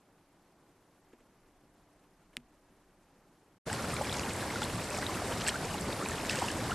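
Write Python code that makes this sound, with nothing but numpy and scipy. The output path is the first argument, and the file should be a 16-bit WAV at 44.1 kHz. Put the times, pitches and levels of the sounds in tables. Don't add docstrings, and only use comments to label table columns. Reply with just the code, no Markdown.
import sys
import numpy as np
from scipy import signal
from scipy.fft import rfft, irfft, next_fast_len
from scipy.io import wavfile
from scipy.ndimage import uniform_filter1d

SR = 44100
rng = np.random.default_rng(int(sys.argv[2]) if len(sys.argv) > 2 else 0)


def int16_out(signal):
    q = np.round(np.clip(np.atleast_2d(signal).T, -1, 1) * 32767)
    wavfile.write(sys.argv[1], SR, q.astype(np.int16))


def natural_amplitude(level_db):
    exponent = np.asarray(level_db, float) / 20
    return 10 ** exponent


N = 297234
CUT_OUT_S, CUT_IN_S = 3.586, 3.653


def rms_one(x):
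    return x / np.sqrt(np.mean(x ** 2) + 1e-20)


def add(out, s, shape):
    at = round(s * SR)
    out[at:at + len(shape)] += shape[:max(N - at, 0)]


def drift(rate_hz):
    coarse = 40
    r = np.exp(-2 * np.pi * coarse * rate_hz / SR)
    noise = rng.standard_normal(N // coarse + 2002)
    slow = signal.lfilter([1], [1, -2 * r, r * r], noise)[2000:]
    return np.interp(np.arange(N) / coarse, np.arange(len(slow)), rms_one(slow))


def bands(spectrum, patchy_db):
    size = next_fast_len(N)
    hz = np.arange(1, size // 2 + 2) * SR / size
    points = np.array(spectrum)
    level_db = np.interp(np.log(np.minimum(hz, 12650)), np.log(points[:, 0]), points[:, 1])
    shaped = rfft(rng.standard_normal(size)) * natural_amplitude(level_db)
    together = drift(11.3)
    for centre in 20 * 2 ** np.arange(0, 9.6, 0.5):
        window = np.cos(np.pi * np.clip(np.log2(hz / centre), -0.5, 0.5)) ** 2
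        flicker_db = patchy_db * (0.37 * together + drift(50.0))
        yield centre, irfft(shaped * window, size)[:N] * natural_amplitude(flicker_db)


def ring(clicks, hz, t60):
    r, w = natural_amplitude(-60 / (t60 * SR)), 2 * np.pi * hz / SR
    return signal.lfilter([0, np.sin(w)], [1, -2 * r * np.cos(w), r * r], clicks + 1e-18)


def strike(modes, s, level_db, tilt=0):
    out, at = np.zeros(N), np.round(np.asarray(s) * SR).astype(int)
    for k, (hz, db, t60) in enumerate(modes):
        clicks = np.zeros(N)
        clicks[at] = natural_amplitude(level_db + db + tilt * np.log2(hz / 250))
        out += ring(clicks, hz, t60) * (-1) ** k
    return out


def burst(length_s):
    part = np.linspace(0, 1, round(length_s * SR))
    return np.minimum(part / 0.084, 1) * (1 - part ** 2.7)


def bubble(hz, cycles, rise, swell):
    turns = np.arange(round(cycles * SR / hz)) * hz / SR
    shape = (1 - np.exp(-turns / swell)) ** 2 * natural_amplitude(-40 * turns / cycles)
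    return shape / shape.max() * np.sin(2 * np.pi * turns * (1 + rise * turns / cycles))


def bubble_row(rows, trim_db, cycles, rise, swell, pitch=1):
    out = np.zeros(N)
    for s, db, hz in rows:
        add(out, s, natural_amplitude(db + trim_db) * bubble(hz * pitch, cycles, rise, swell))
    return out


def breeze(calm_db, puffs, slower):
    rise_s, fall_s = 0.071, 0.06
    s, db = np.transpose(puffs)[:, :, None]
    t = np.arange(0, N / SR, 1 / 200)
    late = (t - s) / slower
    puff = np.exp(-2 * np.maximum(-late / rise_s, late / fall_s))
    power = natural_amplitude(2 * calm_db) + np.sum(natural_amplitude(2 * db) * puff, axis=0)
    return np.interp(np.arange(N) / SR, t, np.sqrt(power))


# (time [s], peak level [dB], pitch [Hz])
GLUGS = [(3.679, -31, 434), (3.712, -27, 804), (3.902, -32, 560), (4.01, -25.5, 568), (4.012, -24.5, 815),
         (4.619, -26.5, 830), (4.893, -40, 580), (4.941, -29, 577), (4.985, -27.5, 717), (5.219, -31, 1101),
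         (5.31, -30, 470), (5.32, -29, 910), (5.175, -35, 1890), (5.219, -27, 694), (5.648, -30, 465),
         (5.746, -27.5, 786), (5.85, -35, 2100), (5.868, -36, 2330), (5.882, -29, 322), (5.891, -33.5, 494),
         (6.013, -34, 530), (6.171, -39, 910), (6.276, -35, 434), (6.385, -29, 482), (6.42, -18.5, 786),
         (6.421, -22.5, 917), (6.441, -25, 900), (6.5, -31.5, 299), (6.696, -28, 1000)]


def glugs():
    return bubble_row(GLUGS, trim_db=-3, cycles=18.5, rise=0.065, swell=0.46)


# (time [s], peak level [dB], pitch [Hz])
PLOPS = [(3.6986, -30.5, 1560), (3.7273, -32, 1920), (3.792, -31.5, 1350), (3.8433, -32, 1330),
         (3.933, -28.5, 1230), (4.2617, -37, 1560), (4.4237, -30, 1640), (4.5015, -29, 2077),
         (4.5574, -27, 1400), (4.6173, -27.5, 1370), (4.7796, -31, 1160), (5.023, -28, 1570),
         (5.029, -27, 1900), (5.0918, -28, 1040), (5.4708, -27, 1600), (5.4838, -30, 2270),
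         (5.4836, -21, 1800), (5.5416, -27.5, 1340), (5.5556, -25.5, 1519), (6.2957, -19, 2630),
         (6.01, -29, 1140), (6.024, -28, 1320), (6.095, -32, 1280), (6.1166, -29, 1780),
         (6.3064, -27, 1800), (6.33, -30, 1850), (6.3485, -28, 1600), (6.484, -31, 1990),
         (6.501, -28, 1700), (6.7168, -22, 1360)]


def plops():
    climb = 0.073
    return bubble_row(PLOPS, trim_db=-4.0, cycles=29, rise=climb, swell=1.1, pitch=1 - 0.31 * climb)


# (time [s], peak level [dB], pitch [Hz])
DRIPS = [(3.9657, -30, 2300), (3.9665, -30, 4000), (4.051, -32, 2300), (4.0954, -25, 3280),
         (4.1149, -30, 3900), (4.1263, -25, 3700), (4.142, -28, 4900), (4.1942, -30, 2580),
         (4.195, -26, 4600), (4.2338, -31, 2803), (4.6312, -24.5, 3340), (4.6487, -30, 3990),
         (4.909, -32, 2520), (4.942, -32, 2510), (5.0657, -22.5, 3720), (5.1465, -31.5, 2600),
         (5.3231, -28.5, 3010), (5.4174, -30, 4070), (5.6527, -34, 5200), (5.7811, -31, 3930),
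         (5.9287, -28.5, 3620), (6.0594, -27.5, 2430), (6.2, -31, 2470), (6.266, -37, 5470),
         (6.3722, -29, 2600), (6.3887, -30, 4770), (6.4845, -23.5, 2700), (6.5039, -31, 3000),
         (6.5154, -31, 5240), (6.71, -28.5, 2830)]


def drips():
    return bubble_row(DRIPS, trim_db=-3, cycles=27, rise=0.065, swell=0.46)


# (time [s], peak level [dB], pitch [Hz])
BURSTS = [(3.73, -26, 8050), (3.941, -27.5, 8530), (4.0192, -33, 7920), (4.1694, -35, 6780),
          (4.196, -31.5, 6800), (4.335, -30, 8240), (4.363, -32.5, 7740), (4.6407, -28.5, 8200),
          (4.756, -34, 8200), (4.804, -39, 8000), (4.903, -30, 8000), (4.9486, -34, 8450),
          (4.843, -34, 8000), (4.9749, -32, 7090), (5.443, -33, 7660), (5.484, -21, 8000),
          (5.653, -34, 6960), (5.811, -31, 7900), (6.0867, -26.5, 7900), (6.1098, -32, 6900),
          (6.3316, -34, 7600), (6.357, -27, 8200), (6.3882, -35, 6410), (6.396, -32, 8000),
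          (6.417, -34, 8200), (6.5149, -30.5, 8300)]


def port_bursts():
    return bubble_row(BURSTS, trim_db=1.5, cycles=26.5, rise=0, swell=0.98)


# (time [s], peak level [dB], pitch [Hz])
SLAP = [(5.465, -24, 4230), (5.467, -22.5, 2670), (5.4755, -29, 5200), (5.479, -15, 7660),
        (5.4835, -19, 5050), (5.488, -28, 4300), (5.4905, -16.5, 7900), (5.4912, -18.5, 3070),
        (5.4955, -26, 4200), (5.5, -32, 5170), (6.296, -21, 5000), (6.2929, -26, 3440), (6.298, -30, 8100)]


def slaps():
    return bubble_row(SLAP, trim_db=-3, cycles=22, rise=0.065, swell=0.46)


# (time [s], length [s], level [dB], droplet rate [1/s])
SPLASHES = [(3.727, 0.037, -36.5, 1100), (4.11, 0.069, -36.5, 360), (4.163, 0.067, -45, 280),
            (4.62, 0.022, -34, 900), (4.91, 0.15, -38.5, 370), (5.398, .04, -37, 450),
            (5.467, 0.041, -34, 1700), (5.483, 0.13, -43.5, 830), (6.087, 0.03, -67, 500),
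            (6.291, 0.046, -32.5, 3700), (6.323, 0.21, -36.5, 1600), (6.48, 0.025, -48, 2000)]
DROPLET_HZ = [2300, 3000, 4100, 4900, 5500, 6100, 7450, 7900, 8240]


def splashes():
    gain, per_s = np.zeros((2, N))
    for s, length_s, db, rate in SPLASHES:
        add(gain, s, natural_amplitude(db) * burst(length_s) / np.sqrt(rate / SR))
        add(per_s, s, np.full(round(length_s * SR), rate))
    born = rng.random(N) < per_s / SR
    sizes = natural_amplitude(2.3 * rng.exponential(1, N)) * rng.choice([-1, 1], N)
    clicks = gain * born * sizes
    dealt = rng.integers(0, len(DROPLET_HZ), N)
    return 0.15 * sum(ring(clicks * (dealt == k), hz, 14.0 / hz) for k, hz in enumerate(DROPLET_HZ))


# (time [s], peak level [dB])
SNAPS = [(3.7296, -28), (3.846, -33), (4.195, -30), (4.619, -27), (4.641, -30), (5.0658, -32),
         (5.4655, -29), (5.4766, -19), (5.4783, -34), (5.4835, -17), (6.258, -28), (6.2695, -30),
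         (6.311, -26), (6.312, -27), (6.3573, -26), (6.389, -29), (6.485, -34), (6.517, -28)]
# (pitch [Hz], level [dB], t60 [s])
HOUSING = [(2600, -7, 0.0035), (5100, 1, 0.0018), (7900, -6, 0.0035), (12500, -14, .002)]


def snaps():
    s, db = np.transpose(SNAPS)
    return strike(HOUSING, s, db)


def gurgle(count, level_db):
    out = np.zeros(N)
    for when, size, pitch, length, climb in rng.random((count, 5)):
        db = level_db - 2.16 * np.log(1 - 0.97 * size)
        pocket = bubble(450 * 6.0 ** pitch, 7.5 + 16.5 * length, 0.314 * climb, swell=1.34)
        add(out, CUT_IN_S + when * (N / SR - CUT_IN_S), natural_amplitude(db) * pocket)
    return out


def fizz(per_s, low_hz, high_hz, cycles, level_db):
    sizes = natural_amplitude(3.7 * np.minimum(rng.exponential(1, N), 4)) * rng.choice([-1, 1], N)
    born = rng.random(N) < per_s * natural_amplitude(4.0 * drift(7.0)) / SR
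    dealt = rng.integers(0, 10, N)
    out = np.zeros(N)
    for k, hz in enumerate(np.geomspace(low_hz, high_hz, 10)):
        out += ring(sizes * born * (dealt == k), hz, cycles / hz)
    return natural_amplitude(level_db) * rms_one(out)


# (frequency [Hz], density [dB per Hz])
WASH = [(15, -41), (25, -13.5), (90, 1), (155, -2), (248, -1.5), (617, -7.5), (937, -8), (1180, -11),
        (1660, -12.5), (3190, -17), (4970, -16.5), (6280, -20), (7940, -17.5), (12700, -26), (16500, -61),
        (22000, -120)]
# (time [s], level [dB])
FLOW = [(3.67, -40.5), (3.9, -39.5), (4.6, -39.5), (4.8, -40.5), (5.05, -39), (5.4, -39), (5.6, -40),
        (5.8, -41), (6.25, -39), (6.33, -37), (6.6, -39.5), (6.74, -38)]
# (time [s], peak level [dB])
WATER_PUFFS = [(3.74, -45), (3.92, -38.5), (4.3, -48), (4.75, -37.5), (5.2, -75), (5.4, -42), (5.63, -42.5),
               (5.88, -40), (6.15, -44), (6.36, -47), (6.65, -41), (6.73, -40)]


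def wash():
    layers = np.zeros((3, N))
    for hz, band in bands(WASH, patchy_db=1.41):
        layers[int(hz > 200) + int(hz > 2000)] += band
    flow_db = np.interp(np.arange(N) / SR, *np.transpose(FLOW))
    spray_db = -45.5 + 0.59 * (flow_db - np.mean(FLOW, axis=0)[1])
    gains = breeze(-45, WATER_PUFFS, slower=0.82), natural_amplitude(flow_db), natural_amplitude(spray_db)
    return sum(gain * rms_one(layer) for gain, layer in zip(gains, layers))


# (time [s], crack [dB], hollow body [dB], body tilt [dB per octave], scuff [dB])
KNOCKS = [
    (1.129, -64, -53, 21, -65),
    (1.143, -80, -62, 17, -75),
    (1.203, -80, -60, 15, -71),
    (1.484, -72, -69, 8, -74),
    (2.035, -84, -75, 2, -72),
    (2.331, -85, -66, -2, -64),
    (2.3684, -20.5, -44.5, -1, -55),
    (2.401, -63, -66, 0, -74),
    (2.69, -92, -62, -4, -82),
]
# (pitch [Hz], level [dB], t60 [s])
CRACK = [(2110, -1.5, 0.0046), (2940, 1.5, 0.0029), (3680, 0, 0.0027), (5500, -13, 0.0034),
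         (7200, -14, 0.0046), (9240, -9.5, 0.0022), (11800, -18, 0.0038)]
# (pitch [Hz], level [dB], t60 [s])
HOLLOW = [(36, -13, .25), (145, -9, .15), (240, -3.5, 0.18), (330, -4, 0.04), (470, -15, 0.035)]


def knocks():
    s, crack_db, body_db, tilt, _ = np.transpose(KNOCKS)
    high = signal.butter(2, 1200, "high", fs=SR, output="sos")
    low = signal.butter(2, 600, "low", fs=SR, output="sos")
    crack = signal.sosfilt(high, strike(CRACK, s, crack_db))
    body = signal.sosfilt(low, strike(HOLLOW, s + 0.0029, body_db, tilt))
    rub = rng.standard_normal(N)
    rub = rms_one(ring(rub, 2360, 0.0013) + 0.27 * ring(rub, 7000, 0.00071))
    out = crack + body
    scuff = burst(0.014)
    for s, _, _, _, scuff_db in KNOCKS:
        add(out, s, natural_amplitude(scuff_db) * scuff * rub[round(s * SR):][:len(scuff)])
    return out


# (frequency [Hz], density [dB per Hz])
RAMP = [(15, -30), (25, 0), (37, -9), (49, -12.5), (108, -7), (140, -7), (181, -6), (261, -7.5),
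        (282, -4.5), (366, -6.5), (407, -9.5), (866, -11), (3540, -27.5), (12700, -32), (16500, -62),
        (22000, -120)]
# (pitch [Hz], width [Hz], level [dB])
IDLE = [
    (295, 1.1, -81),
    (180, 11, -80.5),
    (380, 13, -81),
]
# (time [s], peak level [dB])
RAMP_PUFFS = [
    (1.58, -68),
    (2.4, -68.5),
    (2.9, -74),
]


def ramp_air():
    out = natural_amplitude(-66.5) * rms_one(sum(band for hz, band in bands(RAMP, patchy_db=1.5) if hz > 45))
    for hz, width, level_db in IDLE:
        out += natural_amplitude(level_db) * rms_one(ring(rng.standard_normal(N), hz, 2.2 / width))
    rumble = signal.butter(2, [18, 42], "band", fs=SR, output="sos")
    low = signal.sosfilt(rumble, rng.standard_normal(N))
    return out + breeze(-79, RAMP_PUFFS, slower=3.2) * rms_one(low)


# (frequency [Hz], density [dB per Hz])
HISS = [(60, -35), (300, -10.5), (700, -16.5), (1300, -28.5), (1800, -9), (2500, -3.5), (7500, -1),
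        (9600, -1), (9800, -31), (13000, -23)]


def microphone_hiss():
    return rms_one(sum(band for hz, band in bands(HISS, patchy_db=1.3))) * [[1], [-1]]


def scene():
    t = np.arange(N) / SR
    hiss = microphone_hiss()
    ramp = knocks() + ramp_air() + natural_amplitude(-83) * hiss
    water = glugs() + plops() + drips() + port_bursts() + slaps() + splashes() + snaps()
    water += gurgle(count=600, level_db=-45.5)
    water += fizz(300, 2160, 7960, cycles=30.0, level_db=-52.5)
    water = water + wash() + natural_amplitude(-54.5) * hiss
    fade_out = np.clip((CUT_OUT_S - t) / 0.0083, 0, 1)
    fade_in = np.clip((t - CUT_IN_S) / 0.018, 0, 1) ** 2
    return ramp * fade_out + water * fade_in


def roll_off(x):
    return signal.sosfilt(signal.butter(12, 14100, fs=SR, output="sos"), x)


def record(dry):
    hz, t, cells = signal.stft(dry, SR, nperseg=1024)
    chance = rng.random((len(hz) // 6 + 1, len(t)))
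    chance = uniform_filter1d(chance, size=4, axis=1)
    silent = chance < np.quantile(chance, 0.069)
    holes = np.repeat(silent, 6, axis=0)[:len(hz)] & (hz > 9100)[:, None]
    treble_edge = np.clip((12880 - hz) / 120, 0, 1)[:, None]
    kept = treble_edge * np.where(holes, natural_amplitude(-20), 1)
    mix = signal.istft(cells * kept, SR, nperseg=1024)[1][:, :N]
    return roll_off(mix)


dry = scene()
out = record(dry)
int16_out(out)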